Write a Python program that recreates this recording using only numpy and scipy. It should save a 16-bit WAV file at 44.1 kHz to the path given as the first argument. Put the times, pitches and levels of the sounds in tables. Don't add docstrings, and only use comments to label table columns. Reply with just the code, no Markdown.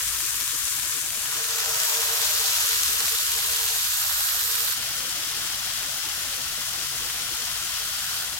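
import sys
import numpy as np
from scipy import signal
from scipy.fft import rfft, irfft
from scipy.io import wavfile
from scipy.ndimage import uniform_filter1d

SR = 44100
rng = np.random.default_rng(int(sys.argv[2]) if len(sys.argv) > 2 else 0)


def int16_out(signal):
    q = np.round(np.clip(np.atleast_2d(signal).T, -1, 1) * 32767)
    wavfile.write(sys.argv[1], SR, q.astype(np.int16))


def attenuation_scalar(level_db):
    decades = np.asarray(level_db, float) / 20
    return 10 ** decades


N = 369999
WIN, HOP = 1024, 256
CALMS_S, JUMP_S = 2.6, 4.743

# t/s, level/dB
SIZZLE_LEVEL = [(0, -25), (.98, -25.5), (1.04, -27), (1.34, -26), (1.55, -25.5), (1.8, -23.5), (2.2, -23),
                (2.6, -23), (2.84, -23.5), (2.92, -24), (3.75, -24), (3.92, -24.5), (4.735, -25),
                (4.75, -27.5), (6.55, -28.5), (8.2, -28), (8.32, -30.5)]


def curve(table, at, log=False):
    x, *columns = np.transpose(table)
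    bend = np.log if log else np.asarray
    return [np.interp(bend(at), bend(x), c) for c in columns]


def unit(x):
    return x / np.sqrt(np.mean(np.abs(x) ** 2))


def walk(shape, span):
    x = rng.standard_normal(shape)
    for axis, cells in enumerate(span):
        for _ in range(2):
            x = uniform_filter1d(x, max(int(cells), 1), axis=axis)
    return unit(x)


def hump(hz, centre_hz, octaves):
    return np.exp(-(np.log2(hz / centre_hz) / octaves) ** 2)


def frames(x):
    return signal.stft(x, SR, nperseg=WIN, noverlap=WIN - HOP)


def bursts(per_s, spread_db, tail_ms, steam):
    struck = rng.random(N) < per_s / SR
    size = struck * attenuation_scalar(spread_db * np.minimum(rng.exponential(size=N), 6))
    keep = np.exp(-1000 / (tail_ms * SR))
    pops = unit(signal.lfilter([1], [1, -keep], size))
    flurry_db = 0.1 * walk((N,), (900,)) + 0.51 * walk((N,), (150,))
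    return (steam + pops) * attenuation_scalar(flurry_db)


def bubbles():
    smooth = np.where(np.arange(N) > JUMP_S * SR, 1.155, 1)
    small = bursts(per_s=2500, spread_db=2.1, tail_ms=.2, steam=3.5 * smooth)
    big = bursts(per_s=1200, spread_db=1.8, tail_ms=.5, steam=5 * smooth)
    hz, s, small = frames(unit(small) * rng.standard_normal((3, N)))
    big = frames(unit(big) * rng.standard_normal((3, N)))[2]
    hz = np.maximum(hz, 1)[:, None]
    high = np.clip(np.log2(hz / 3440), 0, 1)
    return hz, s, np.sqrt(high) * small + np.sqrt(1 - high) * big


def fresh(s):
    lands_s, take_over_s, flash_peak_s = 1.23, 0.18, 0.11
    age = np.maximum(s - lands_s, 0)
    full_share = np.where(s < CALMS_S, 0.82, 0.88)
    share = full_share * (1 - np.exp(-age / take_over_s))
    flash = age / flash_peak_s * np.exp(1 - age / flash_peak_s)
    return share, flash


def meats(hz, s, share):
    # f/Hz, relative density/dB per Hz
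    settled, spitting, full = [(560, -35), (950, -9), (1300, -6), (1780, -4), (2080, -8), (2300, -5),
                               (3600, -2.5), (4050, -4), (5400, -2.5), (6300, .1), (8000, .1), (10300, -3),
                               (13000, -4), (15000, -7.5), (15900, -10)], [(560, -30), (950, -6), (1060, -7), (1290, -2.5),
                                                (1890, -2.5), (2160, -6), (2740, -2), (4180, .1),
                                                (4710, -.7), (6500, -.4), (10400, -5.5), (13700, -3),
                                                (15000, -5.5), (15900, -8.5)], [(560, -21.5), (950, -14.5), (1190, -12),
                                                                  (1450, -7.5), (1610, -10.5), (2060, -9.5),
                                                                  (2230, -12.5), (3210, -5), (3570, -7.5),
                                                                  (4560, -7), (5370, -6), (8690, -10.5),
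                                                                  (13400, -13), (15600, -15)]
    # f/Hz, level/dB
    settled_side, spitting_side, full_side = [(300, -7), (900, 1.5), (4500, 2), (6300, 5.5), (8200, 12),
                                              (10300, 8), (11800, 2), (14500, -0.5)], [(300, 4), (900, 3.5), (4300, 0),
                                                                    (6000, 2.5), (7900, 8), (10300, 1.5),
                                                                    (12000, -4.5), (14500, -6)], [(300, -1),
                                                                                           (900, 2.5),
                                                                                           (4200, 2.5),
                                                                                           (5500, 5),
                                                                                           (7800, 10),
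                                                                                           (9000, 9),
                                                                                           (10300, 7.5),
                                                                                           (11300, -1),
                                                                                           (14500, -1)]
    left_lead = (.09, .17, .1)
    late = s > JUMP_S
    colours = settled, spitting, full
    sides = settled_side, spitting_side, full_side
    weights = (1 - share) * ~late, share * ~late, late
    power, side_db, lead_ms = 0, 0, 0
    for colour, side, weight, ms in zip(colours, sides, weights, left_lead):
        shape = attenuation_scalar(curve(colour, hz, log=True)[0]) ** 2
        power = power + weight * shape / shape.mean(axis=0)
        side_db = side_db + weight * curve(side, hz, log=True)[0]
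        lead_ms = lead_ms + weight * ms
    return power, side_db, lead_ms


def passing_lifts(hz, s, flash):
    # t/s, lift/dB
    flares = [(1.45, 1), (1.53, 1), (1.66, 1), (1.8, 1.5), (2.217, 2.5), (2.457, 2)]
    # from t/s, to t/s, centre f/Hz, width/octaves, level/dB
    pitch_ranges = [(0, .8, 2800, 0.54, -1), (1.6, 2.1, 4150, 0.27, -2), (1.8, 2.603, 12200, .4, 1.5),
                    (2.2, 3.9, 3130, 0.48, 1), (3.1, 4.103, 1390, 0.74, -0.8)]
    early, calm = s <= JUMP_S, s >= CALMS_S
    bubble_hz = np.where(calm, 8600, 6100)
    bubble_db = np.where(calm, 1.6, 0.5 * flash)
    lift_db = bubble_db * early * hump(hz, bubble_hz, .35)
    lift_db = lift_db + 1.5 * flash ** 2 * np.clip(np.log2(4000 / hz), 0, 1)
    lift_db = lift_db + 2.5 * (calm & early) * hump(hz, 11900, .25)
    lift_db = lift_db + 5.5 * np.exp(-((s - 1.64) / 0.13) ** 2) * hump(hz, 1360, 0.15)
    fade_s = 0.25
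    flare_db = sum(db * (s >= at) * np.exp(-np.abs(s - at) / fade_s) for at, db in flares)
    lift_db = lift_db + flare_db * hump(hz, 5630, 0.76)
    for start, end, centre_hz, octaves, db in pitch_ranges:
        on = np.clip(np.minimum(s - start, end - s) / .1 + .5, 0, 1)
        lift_db = lift_db + db * on * hump(hz, centre_hz, octaves)
    return lift_db


def hand(s):
    # start t/s, time to arrive/s, end t/s, echo strength/0-1, low lift/dB
    visits = [(3.76, 0.25, 4.743, 0.28, 5.5), (7.6, 0.9, 8.25, 0.37, 10)]
    start_ms, shrink_ms, slows_s = 0.282, 0.067, 0.39
    delay_ms, echo, cup_db = 0, 0, 0
    for start, arrive, end, strength, lift_db in visits:
        near = (s > start) & (s < end)
        closing = 1 - np.exp(-np.abs(s - start) / slows_s)
        delay_ms = delay_ms + near * (start_ms - shrink_ms * closing)
        arrived = near * np.clip((s - start) / arrive, 0, 1)
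        echo, cup_db = echo + strength * arrived, cup_db + lift_db * arrived
    return delay_ms, echo, cup_db


def cupped(right, hz, s):
    delay_ms, echo, cup_db = hand(s)
    right = right * (1 + echo * np.exp(-2j * np.pi * hz * delay_ms / 1000))
    treble = np.clip(np.log2(hz / 7000), 0, 1)
    right = right * attenuation_scalar(10.5 * echo * treble)
    return right * attenuation_scalar(cup_db * hump(hz, 1490, 0.38))


def sizzle():
    # f/Hz, shared power/0-1
    likeness = [(300, .5), (900, .45), (1150, .62), (1600, .6), (1900, .45), (2300, .25), (4000, .24),
                (6000, .12), (9000, .22), (15000, .08)]
    hz, s, (common, left, right) = bubbles()
    share, flash = fresh(s)
    power, side_db, lead_ms = meats(hz, s, share)
    patchy_db = 0.23 * walk(power.shape, (30, 8)) + .5 * walk(power.shape, (80, 3))
    level_db = curve(SIZZLE_LEVEL, s)[0] + passing_lifts(hz, s, flash) + patchy_db
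    gain = unit(np.sqrt(power)) * attenuation_scalar(level_db)
    alike = curve(likeness, hz, log=True)[0]
    lead = np.exp(2j * np.pi * hz * lead_ms / 1000)
    left = np.sqrt(alike) * common * lead + np.sqrt(1 - alike) * left
    right = cupped(np.sqrt(alike) * common + np.sqrt(1 - alike) * right, hz, s)
    right_share = 1 / (1 + attenuation_scalar(side_db) ** 2)
    balanced = np.array([left * np.sqrt(1 - right_share), right * np.sqrt(right_share)])
    ports = gain * np.sqrt(2) * balanced
    return signal.istft(ports, SR, nperseg=WIN, noverlap=WIN - HOP)[1][:, :N]


def spits():
    # t/s, peak level/dB, left over right/dB
    large = [(.410, -14, 5), (.478, -13, 4), (.681, -13, 4), (1.327, -16, 2), (1.594, -15, -2),
             (1.602, -15, 2), (1.6605, -13, 4), (1.715, -13, 2), (1.835, -9, 2), (1.851, -10, 2),
             (2.133, -11, 2), (2.305, -11, 2), (2.567, -10, 1), (2.585, -11, 1), (3.153, -12, 0),
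             (4.289, -12, -3), (4.346, -12, -2), (5.831, -14, 3), (6.284, -16, 3), (7.350, -16, 3),
             (1.756, -11, 3), (1.8015, -8, 1), (2.007, -11, 2), (2.017, -9, 2), (2.218, -10, 3),
             (2.4565, -11, 1), (2.661, -12, 1), (2.731, -9, 2), (2.776, -12, -1), (2.8342, -4, 2),
             (3.005, -9, -4), (3.562, -11, -4), (4.126, -11, 4), (4.605, -10, -4), (.518, -15, 5),
             (1.175, -16, 3), (1.896, -12, 0), (2.2766, -12, -1), (3.1865, -11, 0), (3.3356, -14, -3),
             (3.6315, -13, -3), (3.68, -13, 4), (4.0285, -13, 4), (4.5145, -13, 3), (4.7233, -12, -3),
             (5.5023, -16, 3), (6.0892, -17, 3), (7.1, -16, 3)]
    out, t = np.zeros((2, N)), np.arange(160) / SR
    small = rng.random((int(22 * JUMP_S), 3))
    at = small[:, 0] * JUMP_S
    small_db = curve(SIZZLE_LEVEL, at)[0] + 11 + 4 * (small[:, 1] - .5)
    rows = large + list(zip(at, small_db, 8 * small[:, 2] - 2))
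    crack = rng.standard_normal((len(rows), 3, 160)) * np.exp(-t / .0004)
    crack = crack[:, :1] + .8 * crack[:, 1:]
    crack = signal.lfilter(*signal.butter(1, [2000, 13000], "band", fs=SR), crack)
    for (s, db, pan_db), burst in zip(rows, crack):
        peak = attenuation_scalar(db + np.array([[pan_db], [-pan_db]]) / 2)
        start = int(s * SR)
        out[:, start:start + 160] += peak * burst / np.abs(burst).max(axis=1, keepdims=True)
    return out


def iron():
    # f/Hz, width/Hz, relative level/dB
    pan_modes = [(460.4, 14, -0.5), (616, 60, -6), (781, 45, -6.5), (930, 90, -5.5), (685, 520, -8)]
    # t/s, level/dB
    ring_level = [(0, -59.5), (1.28, -56), (1.36, -47.5), (1.92, -46), (2.5, -48), (2.65, -49.5),
                  (3.6, -50.5), (3.9, -53.5), (4.71, -52), (4.8, -62.5), (8.39, -61)]
    # t/s, level/dB
    upper_lift = [(0, -3.5), (1.3, -3.5), (1.45, -5), (1.65, 3), (2.5, 2.5), (3.3, -1), (4.2, 3), (4.7, -3),
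                  (8.39, -3)]
    t = np.arange(N) / SR
    shake = rng.standard_normal((3, N))
    shake = shake[0] + .5 * shake[1:]
    modes = []
    for hz, width, db in pan_modes:
        mode = unit(signal.lfilter(*signal.iirpeak(hz, hz / width, SR), shake, axis=1))
        modes.append(attenuation_scalar(db) * mode * attenuation_scalar(0.5 * walk((N,), (1500,))))
    upper = sum(modes[1:]) * attenuation_scalar(2.5 * np.array([[.5], [-.5]]))
    upper = np.array([upper[0], np.roll(upper[1], 6)])
    ring = modes[0] + upper * attenuation_scalar(curve(upper_lift, t)[0])
    return ring * attenuation_scalar(curve(ring_level, t)[0] + 0.1 * walk((N,), (3500,)))


def fan():
    # f/Hz, relative density/dB per Hz
    air_colour = [(15, 4), (30, -8), (60, 2), (130, -2.5), (180, -10), (250, -9.5), (330, -8), (420, -14),
                  (520, -5.5), (900, -5), (1300, -25)]
    # t/s, relative level/dB
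    deep_swell = [(0, 0.5), (.7, -3.5), (1.9, -5), (2.2, -2), (4.3, 0), (5.1, -6), (6.5, -1.5),
                  (8.39, -2.5)]
    # t/s, relative level/dB
    murmur_level = [(0, 2), (1.5, 3), (1.65, -3), (2.55, -6.5), (2.8, 5), (3.45, 0.5), (3.6, -5),
                    (3.8, 0.5), (3.92, -11), (4.3, -9), (4.45, 1.5), (4.8, 1.5), (7.3, 1.5), (8.39, -2.5)]
    # f/Hz, rms level/dB
    hum_tones = [(59.2, -58), (138, -64.5), (359.5, -66)]
    air = rng.standard_normal((3, N))
    hz = np.maximum(np.fft.rfftfreq(N, 1 / SR), 1)
    t = np.arange(N) / SR
    swell = attenuation_scalar(curve(deep_swell, t)[0] + walk((N,), (3000,)))
    murmur_db = curve(murmur_level, t)[0]
    rush = rfft(air[0] + 0.72 * air[1:]) * attenuation_scalar(curve(air_colour, hz, log=True)[0])
    rush = rush * (hz < 1500) * (hz > 15)
    in_murmur = (hz > 180) & (hz < 540)
    steady = irfft(rush * (hz >= 90) * ~in_murmur, N)
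    deep = irfft(rush * (hz < 90), N) * swell
    murmur = irfft(rush * in_murmur, N) * attenuation_scalar(murmur_db + 2 * walk((N,), (1300,)))
    hum = []
    for f, db in hum_tones:
        waver_db = 4.1 * walk((2, N), (1, 6000))
        hum.append(attenuation_scalar(db + waver_db) * np.sqrt(2) * np.sin(2 * np.pi * f * t))
    rush = unit(steady + deep + murmur) * attenuation_scalar(-47.5)
    motor = hum[0] * swell + hum[1] + hum[2] * attenuation_scalar(murmur_db)
    return (rush + motor) * attenuation_scalar(np.array([[-.6], [.6]]))


def scene():
    return sizzle() + spits() + iron() + fan()


def lows_thinned(dry):
    # f/Hz, level/dB
    threshold = [(20, -17), (100, -14.5), (150, -11.5), (200, -12.5), (250, -11.5), (305, -2.5),
                 (360, -8.5), (410, -3), (460, -6.5), (540, -2), (620, -8.5), (700, -6), (780, -7.5),
                 (880, -0.5), (1000, -13), (1100, -8), (1500, -37)]
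    # from t/s, to t/s, from f/Hz, to f/Hz
    dropouts = [(.02, .07, 200, 420), (.27, .3, 200, 560), (.44, .49, 190, 560), (.57, .61, 190, 700),
                (.68, .695, 0, 200), (.74, .84, 400, 600), (1.87, 1.885, 0, 150), (1.99, 2.01, 0, 250),
                (2.13, 2.16, 0, 90), (2.54, 2.61, 190, 560), (2.675, 2.7, 0, 330), (2.86, 2.87, 200, 900),
                (3.11, 3.19, 200, 400), (3.165, 3.19, 0, 800), (3.55, 3.67, 200, 400),
                (3.79, 3.83, 380, 560), (3.82, 3.835, 0, 200), (3.81, 4.4, 210, 400), (3.9, 4.24, 380, 560),
                (4.49, 4.6, 150, 400), (8.02, 8.06, 250, 560)]
    top_hz = 16000
    hz, s, z = signal.stft(dry, SR, window="cosine", nperseg=1536, noverlap=768)
    in_sizzle = (hz > 2000) & (hz < top_hz)
    sizzle_size = np.sqrt(np.mean(np.abs(z[:, in_sizzle]) ** 2, axis=(0, 1)))
    limit = sizzle_size * attenuation_scalar(curve(threshold, np.maximum(hz, 1), log=True)[0])[:, None]
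    limit = limit * attenuation_scalar(1.5 * walk(limit.shape, (4, 2)) + 1.5 * walk(sizzle_size.shape, (1,)))
    padded = np.abs(np.pad(dry, ((0, 0), (384, 2304)))).max(axis=0)
    heard = padded[:768 * z.shape[2]].reshape(-1, 768)
    heard_rms = np.sqrt(np.mean(heard ** 2, axis=1) + 1e-12)
    crest_db = 20 * np.log10(heard.max(axis=1) / heard_rms + 1e-9)
    limit = limit * attenuation_scalar(4 * np.clip(crest_db - 13, 0, 4))
    ring_size = np.abs(z[:, (hz > 430) & (hz < 490)]).mean(axis=(0, 1))
    ring_size = uniform_filter1d(ring_size, size=9)
    under_ring = ((hz > 190) & (hz < 400))[:, None]
    limit = np.hypot(limit, ring_size * attenuation_scalar(-8.5) * under_ring)
    kept = (np.abs(z) > limit) | (hz > 1500)[:, None]
    for start, end, low_hz, high_hz in dropouts:
        band = ((hz >= low_hz) & (hz < high_hz))[:, None]
        kept = kept & ~(band & (s > start - .004) & (s < end + .004))
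    z = z * kept * (hz < top_hz)[:, None]
    return signal.istft(z, SR, window="cosine", nperseg=1536, noverlap=768)[1][:, :N]


def top_cut(x):
    return signal.sosfilt(signal.butter(12, 17070, fs=SR, output="sos"), x)


def record(dry):
    mix = lows_thinned(dry)
    return top_cut(mix)


dry = scene()
out = record(dry)
int16_out(out)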